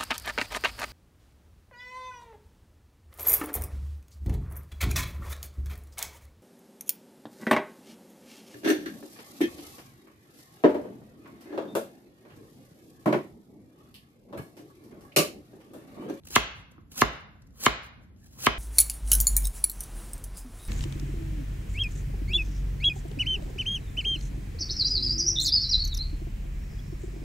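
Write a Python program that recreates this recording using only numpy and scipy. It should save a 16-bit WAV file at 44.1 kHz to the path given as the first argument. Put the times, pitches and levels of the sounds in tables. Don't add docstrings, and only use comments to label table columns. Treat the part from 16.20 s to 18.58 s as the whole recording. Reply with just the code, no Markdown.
import sys
import numpy as np
from scipy import signal
from scipy.fft import rfft, irfft, next_fast_len
from scipy.io import wavfile
from scipy.ndimage import uniform_filter1d

SR = 44100
rng = np.random.default_rng(int(sys.argv[2]) if len(sys.argv) > 2 else 0)


def file_out(sig):
    cols = np.atleast_2d(sig).T
    lim = np.clip(cols, -1, 1)
    pcm = np.round(lim * 32767).astype(np.int16)
    wavfile.write(sys.argv[1], SR, pcm)


def invert_db(level):
    return 10 ** (np.asarray(level, dtype=float) / 20)


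N = 105046

# start_s, peak_db, brightness_db (per octave), last_rasp_db, split_db
IMPACTS = [
    (.162, -4.5, 1.5, -28, -8.5),
    (0.8184, -3.5, 0.5, -32.5, -17),
    (1.464, -4, 1.5, -37, -14),
    (2.268, -4.5, 0.84, -39.5, -13.5),
]


def evened(x):
    return x / np.sqrt(np.mean(x ** 2) + 1e-20)


def read(points, hz):
    f, value = np.transpose(points)
    return np.interp(np.log(hz + 1), np.log(f + 1), value)


def shape(x, response):
    size = next_fast_len(x.shape[-1] + SR // 4)
    hz = np.fft.rfftfreq(size, 1 / SR)
    return irfft(rfft(x, size) * response(hz), size)[..., :x.shape[-1]]


def add(mix, s, sound):
    part = mix[..., round(s * SR):][..., :sound.shape[-1]]
    part += sound[..., :part.shape[-1]]


def mode(hz, centre_hz, t60):
    width = 2.2 / t60
    return 1j * hz * width / (centre_hz ** 2 - hz ** 2 + 1j * hz * width)


def bumps(hz, table):
    return sum(db * np.exp(-((hz - f) / w) ** 2) for f, w, db in table)


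def hum():
    # pitch_hz, level_db (per Hz)
    hum_tone = [(22, -15), (45, 0.5), (60, 2), (220, -6), (400, -20), (1200, -36.5), (5000, -47),
                (15800, -46.5)]
    # pitch_hz, likeness (0 to 1)
    coherence = [(60, 1), (380, 0.43), (2400, 0.13), (9000, 0.27), (12000, 0.91)]
    frames, hz = N // 512 + 5, np.fft.rfftfreq(2048, 1 / SR)
    a, b, c, d, patches = rng.standard_normal((frames, 1025, 5)).T
    patches = evened(uniform_filter1d(uniform_filter1d(patches, 6, 0), 4, 1))
    same = np.clip(read(coherence, hz), -1, 1)[:, None]
    left = a + 1j * b
    right = same * left + np.sqrt(1 - same ** 2) * (c + 1j * d)
    z = np.array([left, right])
    z *= invert_db(read(hum_tone, hz)[:, None] + 2.0 * patches) * (hz > 15)[:, None]
    return invert_db(-53) * evened(signal.istft(z, nperseg=2048, noverlap=1536)[1][:, :N])


def crunch():
    # time_s, level_db
    strokes = [
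        [(0.03, -89), (0.05, -70), (0.099, -67), (0.105, -49.5), (0.112, -51.5), (0.124, -47), (0.15, -46),
         (0.154, -38.5)],
        [(0.69, -97), (0.718, -57), (0.728, -62.5), (0.745, -58.5), (0.762, -52.5), (0.78, -40.5), (0.808, -37),
         (0.811, -42)],
        [(1.32, -87.5), (1.345, -73.5), (1.39, -62), (1.402, -50), (1.43, -43), (1.456, -36.5)],
        [(1.97, -81.5), (2.03, -73.5), (2.098, -72.5), (2.17, -64), (2.188, -55), (2.204, -49), (2.246, -39),
         (2.26, -41)],
    ]
    # start_s, length_s, level_db
    scuffs = [(.048, 0.014, -59), (.067, .013, -52.5), (0.081, 0.013, -60.5), (.715, 0.0092, -59.5),
              (2.036, 0.014, -70.5), (2.054, .022, -63), (2.121, 0.024, -69.5), (.2, 0.064, -70.5),
              (0.307, .012, -70), (.31, 0.14, -72), (1.305, 0.0046, -76), (1.96, .008, -73.5),
              (0.507, 0.022, -69), (0.596, 0.026, -82), (0.879, 0.12, -71), (0.976, .06, -75),
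              (1.144, 0.037, -87), (1.217, 0.011, -67.5), (1.264, 0.017, -72), (1.3, 0.018, -83),
              (1.599, 0.097, -65.5), (1.8, 0.07, -77.5)]
    # pitch_hz, level_db (per Hz)
    fibre_tone = [(150, -3.5), (400, 0.5), (1500, -5.5), (3000, -2.5), (6000, 0.5), (8500, -2.5),
                  (12500, -3), (15600, 1.54)]
    # pitch_hz, width_hz, level_db
    blade_modes = [(7920, 2500, 5), (4730, 320, 1), (11030, 170, 3.5), (15900, 450, -7.5)]
    rasp_lead_s, rasp_rise_s, rasp_fall_s, release_s = 0.0024, 0.0028, 0.0015, 0.002
    grains_per_s, grain_spread_db, hiss_share = 9800, 2.5, 0.75
    clump_db, clump_s = 2, 0.004

    t, press, rasp = np.arange(N) / SR, 0, 0
    for curve, (s, _, _, rasp_db, _) in zip(strokes, IMPACTS):
        release = np.exp(-np.maximum(t - s, 0) / release_s)
        press = press + invert_db(np.interp(t, *np.transpose(curve), left=-130)) * release
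        from_peak = t - s + rasp_lead_s
        width_s = np.where(t < s - rasp_lead_s, rasp_rise_s, rasp_fall_s)
        rasp = rasp + invert_db(rasp_db) * np.exp(-(from_peak / width_s) ** 2)
    for s, length, db in scuffs:
        press = press + invert_db(db) * np.sin(np.pi * np.clip((t - s) / length, 0, 1)) ** 2
    clumps = evened(uniform_filter1d(rng.standard_normal(N), round(clump_s * SR)))
    press = press * invert_db(clump_db * clumps)

    sizes = invert_db(grain_spread_db * np.minimum(rng.exponential(1, N), 4))
    snaps = sizes * (rng.random(N) < grains_per_s / SR)
    drive = evened(snaps * rng.choice([-1., 1.], N)) + hiss_share * rng.standard_normal(N)
    grains = evened(shape(drive, lambda hz: invert_db(read(fibre_tone, hz) + bumps(hz, blade_modes))))
    sung = shape(rasp * grains, lambda hz: 1 + invert_db(11.5) * mode(hz, 7200, 0.0022))
    return invert_db(7.0) * (press * grains + sung)


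def tick(hz):
    t = np.arange(600) / SR
    return np.sin(2 * np.pi * hz * t) * np.exp(-t * hz * .6)


def rush():
    rush_s, rush_db, rush_hz, rush_width_hz = 0.005, 0.5, 2860, 2500
    snap_lead_s, snap_s, snap_db = 0.0097, 0.0035, -5.5
    t = np.arange(-2500, 100) / SR
    crackle = rng.standard_normal(len(t)) * invert_db(1.5 * rng.standard_normal(len(t)))
    crackle = evened(shape(crackle, lambda hz: mode(hz, rush_hz, 2.4 / rush_width_hz) ** 2))
    since = np.maximum(t + snap_lead_s, 0) / snap_s
    snap = invert_db(snap_db) * np.minimum(5 * since, 1) * np.exp(-since ** 2)
    swell = np.exp(np.minimum(t, -8 * t) / rush_s) + snap
    return invert_db(rush_db) * crackle * swell / 3


def knock(bright_db):
    # pitch_hz, level_db (per Hz)
    blow_tone = [(44, -10.5), (120, -4), (635, 0), (1200, -1.5), (2600, -10), (4200, -18), (6300, -30),
                 (9000, -39.5)]
    # pitch_hz, delay_ms
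    lag = [(45, 41), (110, 9.5), (250, 4), (600, 3.5), (1000, 2.5), (1650, 1.83), (2100, -0.19),
           (5000, 0.41)]
    # pitch_hz, left_db, right_db, t60_s
    board_modes = [(57.5, 7.5, 7.5, 0.54), (53, 2, 1.5, 0.24), (112, -9, -6, 0.15), (239.5, -6.5, -8, 0.12),
                   (415.8, -3.5, 5.5, 0.083), (716.3, -2.5, 0.5, 0.088), (1020, -2, -2, 0.022),
                   (1160, -1, -11, 0.027), (1319, -5.5, -6.5, 0.05), (1673, -7, -5, 0.054),
                   (2087, -0.5, 1.5, .01), (139.6, -4, -5.5, 0.31), (3031, -0.5, -8, 0.028),
                   (3810, -7, -12, 0.0033)]
    # left_db, right_db, room_db
    direct_db = [-3.5, -4, -4]
    # pitch_hz, width_hz, left_db, right_db
    nulls = [(518, 44, -11.5, -7.5), (800, 150, -5.5, -5.5), (1456, 90, -9, -9), (1940, 60, -10.5, -6.5),
             (2504, 170, -13, -12), (3420, 64, -10, -8.5), (3966, 160, -7, -11), (4450, 90, -5.5, 0)]
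    flip_hz = 1950
    scatter, scatter_hz, scatter_s = 1, 3000, 0.002343
    room_tilt = 2.1

    hz = np.fft.rfftfreq(1 << 15, 1 / SR)
    turn = -2 * np.pi * np.cumsum(read(lag, hz) / 1000) * hz[1]
    turn = turn + np.pi / (1 + (hz / flip_hz) ** 12)

    ring = invert_db(np.array(direct_db))[:, None]
    for f, left_db, right_db, t60 in board_modes:
        room_db = min(left_db, right_db) - 11.5
        gains = invert_db(np.array([[left_db], [right_db], [room_db]]) + 2.5)
        ring = ring + gains * mode(hz, f * rng.uniform(0.98, 1.02), t60)
    left_dips = bumps(hz, [(f, w, left_db) for f, w, left_db, _ in nulls])
    right_dips = bumps(hz, [(f, w, right_db) for f, w, _, right_db in nulls])
    ring = ring * invert_db(np.array([left_dips, right_dips, 0 * hz]))

    lands = rng.uniform(-.5, 1, (6, 2, 1))
    points = (lands[:, 1] * np.exp(-2j * np.pi * hz * scatter_s * lands[:, 0])).sum(0)
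    share = scatter * np.array([[1], [1], [0]]) / (1 + (scatter_hz / (hz + 1)) ** 4)
    ring = ring * (1 + share * points / 2)

    tilt = bright_db * np.array([[1], [1], [room_tilt]]) * np.log2((hz + 200) / 1200)
    blow = irfft(-invert_db(read(blow_tone, hz) + tilt) * (hz > 20) * ring * np.exp(1j * turn))
    blow = np.roll(blow, 100, axis=1)[:, :SR // 2]
    return blow / abs(blow[:2].mean(0)).max()


def kitchen(pair, spread):
    # left_ms, right_ms, left_db, right_db
    echoes = [(1.1, .7, -15, -5.5), (3.4, 3.9, -9.5, -6), (7.7, 8.1, -18.5, -11.5),
              (9.3, 8.5, -14.5, -15.5), (14.5, 9.4, -15.5, -20), (20, 18, -18, -12.5)]
    # pitch_hz, t60_s
    decay = [(60, 1), (250, 0.39), (700, 0.56), (1500, 0.69), (3000, 0.56), (5000, 0.52), (7500, .3),
             (11000, 0.18)]
    # pitch_hz, level_db
    tail_tone = [(60, -1.5), (300, 0.5), (1000, -2), (3000, 2.5), (6000, -0.5), (8500, -3), (13000, 2.5)]
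    # pitch_hz, common_part (ratio)
    common = [(60, 1.9), (300, 6.1), (800, 0.093), (5000, 0.13), (9000, 2.2), (12000, 13)]

    taps = np.zeros((3, SR))
    at = np.arange(300, SR - 20, 20) + rng.integers(0, 20, (3, (SR - 301) // 20))
    np.put_along_axis(taps, at, rng.choice([-1., 1.], at.shape), 1)
    hz, t, z = signal.stft(taps, SR, nperseg=256)
    shared = read(common, hz)[:, None]
    z = (z[:2] + shared * z[2]) / np.sqrt(1 + shared ** 2)
    fade_db = read(tail_tone, hz)[:, None] - 60 * t / read(decay, hz)[:, None]
    tail = signal.istft(z * invert_db(fade_db), SR, nperseg=256)[1]
    tail = invert_db(-10.5) * tail / np.linalg.norm(tail[0])

    early = np.zeros((2, SR // 10))
    for left_ms, right_ms, left_db, right_db in echoes:
        early[0, round(left_ms * SR / 1000)] = invert_db(left_db)
        early[1, round(right_ms * SR / 1000)] = invert_db(right_db)
    dull = shape(early, lambda hz: 1 / (1 + 1j * hz / 6000) ** 2)
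    near = signal.fftconvolve(pair, dull, axes=1)[:, :N]
    return near + signal.fftconvolve(spread[None], tail, axes=1)[:, :N]


def drags():
    # start_s, length_s, level_db, pitch_hz
    rubs = [
        (0.49, .17, -72, 1100),
        (1.77, .09, -63.5, 568),
        (2.0, 0.086, -72, 1760),
        (2.14, .07, -66, 1030),
        (1.33, 0.088, -69, 1100),
    ]
    t, total = np.arange(N) / SR, np.zeros(N)
    for s, length, db, f in rubs:
        swell = np.sin(np.pi * np.clip((t - s) / length, 0, 1))
        rubbing = evened(shape(rng.standard_normal(N), lambda hz: mode(hz, f, 0.0081) ** 2))
        total += invert_db(db) * swell * rubbing
    return total


def ports(pair):
    # pitch_hz, left_lead_rad
    port_turn = [(300, 0.01), (2500, -1.9), (8200, -4), (8800, -3.14), (11300, 0.01), (12200, 0.01),
                 (13900, 3.1), (16000, 5.2)]
    return shape(pair, lambda hz: np.exp(.5j * np.outer([1, -1], read(port_turn, hz))))


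def gate(pair):
    # pitch_hz, level_db
    bars = [(3000, -72), (5000, -61), (7800, -59), (9200, -43), (10300, -59), (12500, -58), (14000, -42.5),
            (15600, -52)]
    follow = .7
    lead = 672
    sides = np.array([pair[0] + pair[1], pair[0] - pair[1]]) / 2
    hz, _, z = signal.stft(np.pad(sides, ((0, 0), (lead, 0))), SR, nperseg=2048)
    power = abs(z[:, :1024]) ** 2
    band_db = 10 * np.log10(power.reshape(2, 32, 32, -1).sum(2) + 1e-14)
    moment_db = 10 * np.log10(power.sum((0, 1)) + 1e-14)
    bar_db = read(bars, hz[16::32])[:, None] + follow * moment_db
    kept = np.repeat(np.clip((band_db - bar_db) / 2 + .5, 0, 1), 32, axis=1)
    z = z * np.pad(kept, ((0, 0), (0, 1), (0, 0)))
    mid, side = signal.istft(z, SR, nperseg=2048)[1][:, lead:lead + N]
    return np.array([mid + side, mid - side])


def scene():
    # start_s, peak_db, pitch_hz
    taps = [(.036, -47, 3710), (0.054, -51, 1200), (.073, -43.5, 2700), (0.105, -41.5, 400),
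            (0.519, -54, 498), (.581, -45, 1200), (.583, -44, 313), (.719, -49.5, 295), (.744, -48.5, 1100),
            (.763, -43, 994), (1.155, -50.5, 700), (1.222, -49, 5610), (1.223, -55, 1160),
            (2.174, -53.5, 1070), (2.19, -47.5, 1074)]
    near, blows = crunch() + drags(), np.zeros((3, N))
    for s, db, bright_db, _, split_db in IMPACTS:
        add(blows, s - 100 / SR, invert_db(db) * knock(bright_db))
        add(near, s - 2500 / SR, invert_db(split_db) * rush())
    for s, db, hz in taps:
        add(near, s, invert_db(db) * tick(hz))
    room = kitchen(near + blows[:2], near + blows[2])
    return blows[:2] + ports(near + room + hum())


def low_pass(x):
    return signal.sosfilt(signal.butter(12, 15930, fs=SR, output="sos"), x)


def record(dry):
    low_cut_hz, edge_hz = 42, 15920

    def response(hz):
        upper_edge = np.clip((edge_hz - hz) / 250, 0, 1) ** .5
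        return upper_edge / np.sqrt(1 + (low_cut_hz / (hz + 1)) ** 10)

    return low_pass(gate(shape(dry, response)))


dry = scene()
out = record(dry)
file_out(out)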